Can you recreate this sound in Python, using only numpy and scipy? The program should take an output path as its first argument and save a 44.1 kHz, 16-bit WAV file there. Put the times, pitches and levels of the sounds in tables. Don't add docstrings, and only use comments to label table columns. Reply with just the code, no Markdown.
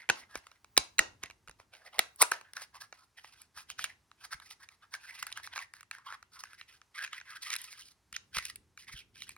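import sys
import numpy as np
from scipy import signal
from scipy.fft import rfft, irfft, next_fast_len
from scipy.io import wavfile
from scipy.ndimage import map_coordinates

SR = 44100
rng = np.random.default_rng(int(sys.argv[2]) if len(sys.argv) > 2 else 0)


def generate_wav(sig):
    pcm = np.round(np.clip(np.atleast_2d(sig).T, -1, 1) * 32767).astype(np.int16)
    wavfile.write(sys.argv[1], SR, pcm)


N = 413216

# (frequency [Hz], width [Hz], level [dB])
HOLLOW_MODES = [(140, 90, -18), (250, 140, -14), (470, 220, -8), (720, 200, 3)]
# (frequency [Hz], width [Hz], level [dB])
NAIL_MODES = [(8600, 700, -3), (9400, 700, 0), (10600, 1100, 0), (11800, 800, -7), (15300, 1000, -2)]
# (time [s], level [dB])
HOLLOW_LEVEL = [(0.0, -23), (1.5, -13.5), (1.99, -3.5), (2.3, -19.5), (4.0, -21.5), (7.0, -24), (9.37, -26)]


def amp(db):
    return 10 ** (np.asarray(db) / 20)


def unit(x):
    return x / np.sqrt(np.mean(x ** 2) + 1e-20)


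def along(points, hz):
    f, v = np.transpose(points)
    return np.interp(np.log(hz + 1), np.log(f + 1), v)


def curve(rows):
    return np.interp(np.arange(N) / SR, *np.transpose(rows))


def wobble(knots_per_s):
    knots = rng.standard_normal(int(N * knots_per_s / SR) + 4)
    return map_coordinates(knots, [np.arange(N) * knots_per_s / SR])


def filtered(x, response):
    n = x.shape[-1]
    m = next_fast_len(n + 2048)
    return irfft(rfft(x, m) * response(np.fft.rfftfreq(m, 1 / SR)), m)[..., :n]


def bandpass(f, hz, width_hz):
    return 1j * f * width_hz / (hz * hz - f * f + 1j * f * width_hz)


def ringing(modes, scatter_db=0, widen=1):
    gains = [amp(db + scatter_db * rng.standard_normal()) for _, _, db in modes]

    def response(f):
        return sum((-1) ** k * gain * bandpass(f, hz, width_hz * widen)
                   for k, (gain, (hz, width_hz, _)) in enumerate(zip(gains, modes)))
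    return response


def air():
    # (time [s], level [dB])
    rumble_level = [(0.0, -83.5), (0.99, -83), (2.06, -87.5), (7.46, -86), (8.2, -83), (9.37, -79.5)]
    # (frequency [Hz], relative level [dB per Hz])
    rumble_colour = [(15, -55.5), (30, -22), (60, -6.5), (95, -6), (160, -14.5), (400, -20.5), (900, -58)]
    # (frequency [Hz], relative level [dB per Hz])
    hiss_colour = [(100, -33), (400, -18.5), (900, -7.5), (1940, -12.5), (3160, -17), (5880, -15.5),
                   (7500, -20), (10400, -20.5), (13600, -29.5), (16000, -38.5)]
    lift_db, sway_db, hiss_db = 8.0, 2, -78.5
    shared, own = rng.standard_normal(N), rng.standard_normal((2, N))
    rumble = unit(filtered(shared + 0.3 * own, lambda hz: amp(along(rumble_colour, hz))))
    hiss = unit(filtered(3.6 * shared + own, lambda hz: amp(along(hiss_colour, hz))))
    rumble_db = curve(rumble_level) + lift_db + sway_db * (wobble(1.9) + wobble(6.5))
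    return amp(rumble_db) * rumble + amp(hiss_db + 1.0 * wobble(1.8)) * hiss


def room(x):
    # (frequency [Hz], t60 [s])
    t60 = [(200, .3), (1400, .27), (3700, .25), (10000, .23)]
    step, delay = SR // 5, 300
    out = np.zeros((2, N + SR))
    for start in range(0, N, step):
        hz, t, z = signal.stft(rng.standard_normal((2, SR // 3)), SR, nperseg=128)
        decay = amp(-60 * t / along(t60, hz)[:, None])
        tail = signal.istft(z * decay, SR, nperseg=128)[1]
        wet = signal.fftconvolve(x[None, start:start + step], tail / np.linalg.norm(tail[0]), axes=1)
        out[:, start + delay:start + delay + wet.shape[1]] += wet
    return out[:, :N]


def bumps():
    # (time [s], level [dB])
    hits = [(0.093, -43), (0.369, -52), (0.784, -40.5), (0.997, -43), (1.233, -53), (1.489, -53),
            (1.979, -58), (2.208, -59), (3.568, -64), (3.796, -58), (4.346, -52), (5.228, -66.5),
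            (8.126, -57), (8.37, -41.5), (8.941, -43)]
    centre_hz, gain_db = np.array([[62], [150]]), np.array([[8], [3]])
    rise_s, t60_s = np.array([[0.009], [0.003]]), np.array([[0.062], [0.045]])
    pitch_spread_db = 1.5
    out, t = np.zeros(N + SR), np.arange(SR // 2) / SR
    for time_s, db in hits:
        hz = centre_hz * amp(pitch_spread_db * rng.standard_normal((2, 1)))
        envelope = amp(gain_db - 60 * t / t60_s) * (1 - np.exp(-t / rise_s))
        push = envelope * np.sin(2 * np.pi * hz * t)
        out[round(time_s * SR):][:len(t)] += amp(db) * push.sum(axis=0)
    return out[:N]


def gestures():
    # (start [s], hold [s], mid-hold level [dB],
    # growth over the hold [dB], gloss [dB], pitch of the walls in play [Hz])
    rows = [(0.0, 0.066, -60.5, -11.5, -12.5, 1830), (0.16, 0.083, -57, -6, -7, 1620),
            (0.298, 0.077, -58.5, 9, -5.5, 1590), (0.436, 0.13, -73, -1.5, -6, 1860),
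            (1.235, 0.032, -53.5, -11.5, -12, 1810), (1.597, 0.03, -68.5, -3.5, -8, 1210),
            (1.735, 0.095, -65.5, -9.5, -4, 1940), (1.847, 0.031, -61.5, 0, -3, 1730),
            (1.933, 0.13, -59, -2.5, -5, 1770), (2.212, 0.012, -33.5, 11, 2, 1180),
            (2.323, 0.055, -51.5, -11, -4.5, 1360), (2.446, 0.04, -63, 4, -16, 1610),
            (2.569, 0.067, -52.5, -2, -2.5, 1720), (2.62, 0.022, -60, -8.5, -6.5, 1830),
            (2.745, 0.025, -58, 5, -9, 1540), (2.812, 0.044, -61, -9, 0.5, 1490),
            (2.945, 0.1, -67, -2, -2.5, 1630), (3.173, 0.0231, -58.5, 1, -1.5, 2130),
            (3.241, 0.15, -69, -13, -1, 1910), (3.363, 0.08, -69, 3, 2.5, 1810),
            (3.569, 0.041, -51, -3, -1, 1630), (3.696, 0.031, -58, -13.5, -3, 2290),
            (3.794, 0.061, -47, 1.5, -2.5, 2140), (3.901, 0.02, -61, -5, -6, 1830),
            (4.188, 0.065, -61.5, 15, -5, 1690), (4.32, 0.023, -49, -5, -4.5, 1670),
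            (4.423, 0.03, -62, -11.5, -4.5, 1520), (4.464, 0.067, -64.5, 2, 1.5, 2070),
            (4.605, 0.0296, -61.5, 10, -5, 1450), (4.691, 0.049, -75, 11.5, -3.5, 1680),
            (4.815, 0.029, -63.5, 10.5, -12.5, 1740), (4.94, 0.0117, -44.5, 0, -3, 1550),
            (5.003, 0.23, -58, 12.5, -3.5, 2010), (5.276, 0.06, -61, -12.5, -8, 1800),
            (5.36, 0.021, -46.5, 8, -7.5, 1720), (5.44, 0.026, -56.5, -0.5, -2.5, 1810),
            (5.516, 0.02, -56, 6, -13, 1820), (5.564, 0.063, -47.5, -4, -7.5, 1600),
            (5.752, 0.047, -64, 0, -2.5, 1690), (5.934, 0.088, -61, -24, -12.5, 1500),
            (6.004, 0.046, -75.5, 0.5, -17.5, 1550), (6.064, 0.082, -48, -5, -12, 1250),
            (6.331, 0.07, -58, 10, -1.5, 1420), (6.405, 0.14, -66.5, 6.5, -2.5, 1690),
            (6.585, 0.035, -59.5, -2.5, -8, 2070), (6.688, 0.076, -62.5, -9.5, -3, 2000),
            (6.953, 0.09, -44, 11.5, -11.5, 1600), (7.133, 0.056, -48.5, -7, -10.5, 1960),
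            (7.267, 0.095, -49.5, 8, -8.5, 1580), (7.428, 0.12, -45.5, 5.5, -5, 1840),
            (7.59, 0.24, -59, -9, -0.5, 1910), (7.804, 0.115, -72, -4.5, 7.5, 2310),
            (8.147, 0.028, -54.5, -10.5, -10.5, 2370), (8.349, 0.036, -38.5, 7.5, -4.5, 1780),
            (8.404, 0.095, -52.5, -2.5, -1.5, 2060), (8.792, 0.05, -61.5, -1.5, -1, 2030),
            (8.882, 0.013, -49, 0.5, -5.5, 2080), (8.923, 0.086, -57, 1, -2, 2290),
            (9.151, 0.086, -58.5, 10.5, -1.5, 2640), (9.27, 0.045, -63.5, 1, 3.5, 2070)]
    swell_db_per_s, fade_db_per_s = 1300, 900
    t = np.arange(0, N / SR + .002, .002)
    start, hold, level_db, growth_db, gloss_db, pitch_hz = np.transpose(rows)[:, :, None]
    held_db = level_db + growth_db * (np.clip((t - start) / hold, 0, 1) - .5)
    swell_db = swell_db_per_s * np.maximum(start - t, 0)
    fade_db = fade_db_per_s * np.maximum(t - start - hold, 0)
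    power = amp(2 * np.maximum(held_db - swell_db - fade_db, -200))
    total = power.sum(axis=0)
    gain = np.sqrt(total)
    gloss_db = (power * gloss_db).sum(axis=0) / total
    pitch_hz = (power * pitch_hz).sum(axis=0) / total
    return [np.interp(np.arange(N) / SR, t, track) for track in (gain, gloss_db, pitch_hz)]


def strokes():
    # (frequency [Hz], width of each of two cascaded resonances [Hz])
    wall_modes = [(1080, 330), (1320, 380), (1620, 460), (1980, 560), (2420, 660), (2950, 800)]
    slips_per_s, slip_decay_s, slip_min_db, slip_range_db = 130, 0.00041, 1, 9
    below_db_per_octave, above_db_per_octave = 19, 20

    clumps = amp(2.5 * wobble(60) + 2 * wobble(200))
    slips = (rng.random(N) < slips_per_s / SR) * amp(slip_min_db + slip_range_db * rng.random(N))
    snaps = np.convolve(slips, np.exp(-np.arange(200) / (slip_decay_s * SR)))[:N]
    friction = unit(clumps * (1 + snaps) * rng.standard_normal((2, N)))

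    gain, gloss_db, pitch_hz = gestures()
    centre_hz = pitch_hz * amp(.4 * wobble(10))
    wall_gains = []
    for hz, _ in wall_modes:
        octaves = np.log2(hz / centre_hz)
        loss_db = above_db_per_octave * np.maximum(octaves, 0) - below_db_per_octave * np.minimum(octaves, 0)
        wall_gains.append(amp(6.7 * wobble(30) - loss_db))
    wall_gains = np.array(wall_gains)

    def resonated(x, hz, width_hz):
        return unit(filtered(x, lambda f: bandpass(f, hz, width_hz) ** 2))

    walls = [resonated(friction[0], hz, width_hz) for hz, width_hz in wall_modes]
    dull = np.sum(wall_gains * walls, axis=0) / np.linalg.norm(wall_gains, axis=0)
    hollow = amp(curve(HOLLOW_LEVEL) + 2) * unit(filtered(friction[1], ringing(HOLLOW_MODES)))
    panel = resonated(friction[1], 5000, 3400)
    nail = amp(-2.5) * unit(filtered(friction[1], ringing(NAIL_MODES, widen=1.8)))
    return gain * (unit(dull) + hollow + amp(gloss_db + 3.2 * wobble(45)) * (panel + nail))


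def contacts():
    # (time [s], body peak [dB], nail over body [dB], pitch of the wall hit [Hz])
    hits = [(0.0894, -17, -18, 2120), (0.0978, -5.5, -18, 1434), (0.354, -25.5, -48.5, 1502),
            (0.374, -46.5, 4, 1780), (0.4675, -42, -16.5, 2069), (0.5147, -47.5, -12, 1470),
            (0.644, -45, -10, 1836), (0.7664, -23, -24, 2346), (0.7753, -5.5, -5.5, 2036),
            (0.9824, -20.5, -14, 2408), (0.9902, -6.5, -6, 1866), (1.2305, -38.5, -7, 2100),
            (1.2346, -28.5, -5.5, 2065), (1.2579, -40.5, -6.5, 2260), (1.299, -40, -23.5, 1560),
            (1.308, -42, -24.5, 2110), (1.4746, -41.5, -8, 1210), (1.482, -39.5, -23, 2250),
            (1.4942, -41, -5, 1400), (1.5105, -47.5, -4.5, 2380), (1.5992, -41, -45, 1190),
            (1.7493, -45.5, -26, 2030), (1.983, -33, -10, 2079), (1.9905, -11.5, -2, 1917),
            (2.1593, -66, 24, 1445), (2.1874, -55.5, -7, 1320.0), (2.217, -15.5, 11.5, 1980),
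            (2.2219, -24, 16, 2570.0), (2.224, -16.5, -0.5, 1435), (2.2332, -22.5, -19, 1380),
            (2.3138, -29.5, 4.5, 1624), (2.3169, -16.5, -17.5, 1486), (2.3335, -36, -17.5, 1953),
            (2.411, -38, -14.5, 1533), (2.5333, -41.5, 2.5, 2130), (2.5665, -29.5, -10.5, 1642),
            (2.6181, -37.5, -2.5, 2157), (2.7527, -41.5, -27.5, 1230), (2.925, -33, -23, 1462),
            (3.2439, -40.5, -44, 1660), (3.4167, -53, 16, 1850), (3.6999, -32.5, -6, 2510),
            (3.7902, -28, -28, 1820), (3.8402, -22.5, -3, 2200), (4.1136, -47, -14.5, 1645),
            (4.3258, -37.5, -10, 2054), (4.399, -46.5, -1, 1800.0), (4.5086, -40.5, -6.5, 2170),
            (4.6872, -42.5, -10.5, 1900), (4.9381, -30.5, -10, 1920), (4.9479, -35.5, -22, 1506),
            (5.226, -27.5, -4, 2140), (5.2663, -33.5, 2.5, 2130), (5.317, -39, -5.5, 1400),
            (5.3247, -37.5, 0.5, 3270), (5.3726, -33, -6, 1585), (5.3974, -43, -29.5, 1390),
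            (5.4498, -43, -20, 1760), (5.4727, -34, -16.5, 1330), (5.559, -31.5, -25.5, 1908),
            (5.5762, -29.5, -17, 1527), (5.5884, -31.5, -27.5, 1972), (5.736, -39, -4.5, 1580),
            (5.8073, -43, -0.5, 1820), (5.829, -44, -8, 1620), (5.9108, -29.5, -9.5, 1900),
            (5.983, -45, -9.5, 1285), (6.1235, -31.5, -23.5, 1294), (6.2262, -40.0, -16, 1102),
            (6.4362, -29.5, -11, 1320.0), (6.5315, -40.5, -14, 1156), (6.611, -37, -27, 1900),
            (6.8148, -44, -19.5, 1860), (7.0372, -36, -13.5, 1684), (7.0461, -29, -17.5, 1790),
            (7.0624, -39, -16, 2050), (7.0753, -38, -43, 1632), (7.1298, -31.0, -15.5, 1620),
            (7.2, -44, -19.5, 2140), (7.2117, -34.5, -42.5, 1560), (7.502, -25.5, -10, 1890),
            (7.517, -37.5, -10.5, 2040), (7.5291, -28, -14, 2610), (7.5373, -26.5, -5, 2324),
            (7.553, -33.5, 0, 2236), (7.5621, -32, 6.5, 2536), (7.615, -51, 17.5, 2016),
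            (7.6406, -44.5, 9.5, 2400), (7.7268, -38.5, -9, 1910), (8.126, -37.5, -2.5, 2240),
            (8.1626, -25.5, -13.5, 2420.0), (8.367, -21.5, -12, 1524), (8.3835, -23.5, -6.5, 1546),
            (8.4519, -31, 3, 2390), (8.5571, -44.5, 11.5, 2460), (8.7741, -40.5, -10.5, 1730),
            (9.219, -39, -7.5, 2860), (9.291, -36.5, 3, 1950), (9.363, -44.5, -7.5, 1400)]
    # (frequency [Hz], width [Hz], level [dB])
    body_modes = [(926, 705, 0.5), (1320, 200, 4), (1900, 420, -2.5), (2320, 100, 2.5), (2760, 120, -2.5),
                  (3470, 750, -9)]
    # (frequency [Hz], width [Hz], level [dB])
    panel_modes = [(3910, 340, 4), (4160, 1700, 2), (5170, 1000, 2), (6700, 390, -2)]
    focus_db_per_octave = 9
    low_damping_db_per_octave = 1.5
    own_width_hz, own_db = 260, 1.5
    panel_base_db, panel_per_sharp, panel_db_per_octave = -0.5, 0.15, 9
    hollow_per_sharp = .35
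    main_blow = 2.5 * 2
    echo_colour = .35

    near, around, t = np.zeros(N + SR), np.zeros(N + SR), np.arange(1536) / SR
    impulse = 1. * (t == 0)
    evens = [filtered(impulse, ringing(modes, widen=3.5))
             for modes in (body_modes, HOLLOW_MODES, panel_modes, NAIL_MODES)]
    for time_s, peak_db, sharp_db, pitch_hz in hits:
        body = [(pitch_hz, own_width_hz, own_db)]
        for hz, width_hz, db in body_modes:
            octaves = np.log2(hz / pitch_hz)
            loss_db = focus_db_per_octave * abs(octaves) + low_damping_db_per_octave * max(-octaves, 0)
            body.append((hz, width_hz, db - loss_db))
        families = (sorted(body), HOLLOW_MODES, panel_modes, NAIL_MODES)

        hollow_db = np.interp(time_s, *np.transpose(HOLLOW_LEVEL)) + hollow_per_sharp * sharp_db
        panel_db = (panel_base_db + panel_per_sharp * sharp_db
                    + panel_db_per_octave * np.log2(pitch_hz / 1800))
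        levels_db = peak_db + np.array([0, hollow_db, panel_db, sharp_db])

        length_s = .0042 * amp(.08 * max(levels_db))
        spikes = rng.standard_normal(len(t)) * amp(4 * rng.standard_normal(len(t)))
        chatter = spikes * (1 - np.exp(-(t / .0011) ** 2)) * np.exp(-(t / length_s) ** 2)
        chatter[55:58] += main_blow * np.array([.5, 1, .5]) * np.abs(spikes).mean()

        start = round(time_s * SR)
        for modes, even, db in zip(families, evens, levels_db):
            ring = filtered(chatter, ringing(modes, scatter_db=3, widen=1.4))
            ring = amp(db) * ring / np.abs(ring).max()
            even_ring = even * np.linalg.norm(ring) / np.linalg.norm(even)
            near[start:][:len(t)] += ring
            around[start:][:len(t)] += echo_colour * ring + 0.75 * even_ring
    return near[:N], around[:N]


def mouth(x):
    # (time [s], frequency [Hz])
    edge = [(0.0, 145), (2.3, 325.5), (2.9, 560), (5.6, 740), (6.1, 926), (7.0, 1270), (7.5, 1020),
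            (8.4, 1320), (9.37, 1050)]
    edge_q, leak_db = 1.048, -12.5
    hz, t, z = signal.stft(x, SR, nperseg=1024, noverlap=896)
    s = 1j * hz[:, None] / np.interp(t, *np.transpose(edge))
    response = (s * s / (s * s + s / edge_q + 1)) ** 2 + amp(leak_db)
    return signal.istft(z * response, SR, nperseg=1024, noverlap=896)[1][..., :N]


def ports(x):
    # (frequency [Hz], left minus right [dB])
    shade = [(60, -7.5), (250, -12), (600, -5.5), (1290, 0.5), (2380, -3), (4400, -3.5), (9000, -1),
             (15000, 1.5)]
    # (frequency [Hz], lead of the left [rad])
    lead = [(300, .3), (700, .8), (1500, .3), (2500, .8), (3900, 1.5), (5500, 1.7), (7700, 4), (9800, 6),
            (12500, 7.8), (15500, 9.8)]
    side = np.array([[.5], [-.5]])
    return filtered(x, lambda hz: amp(side * along(shade, hz)) * np.exp(1j * side * along(lead, hz)))


def scene():
    # (frequency [Hz], level [dB])
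    echo_level = [(200, -13.5), (700, -12.5), (1400, -10), (2500, -11.5), (5000, -15), (10000, -10.5),
                  (14000, -33.5)]
    near, around = contacts()
    rubbing = strokes()
    near, around = mouth(np.array([near + rubbing, around + amp(-1.0) * rubbing]))
    echo = room(filtered(around, lambda hz: amp(along(echo_level, hz))))
    table = bumps() * amp([[-.7], [.7]])
    return ports(near) + echo + table + air()


def record(dry):
    top_hz = 16400
    rounded = dry / (1 + np.abs(dry / .95) ** 4) ** .25
    return filtered(rounded, lambda hz: hz < top_hz)


dry = scene()
out = record(dry)
generate_wav(out)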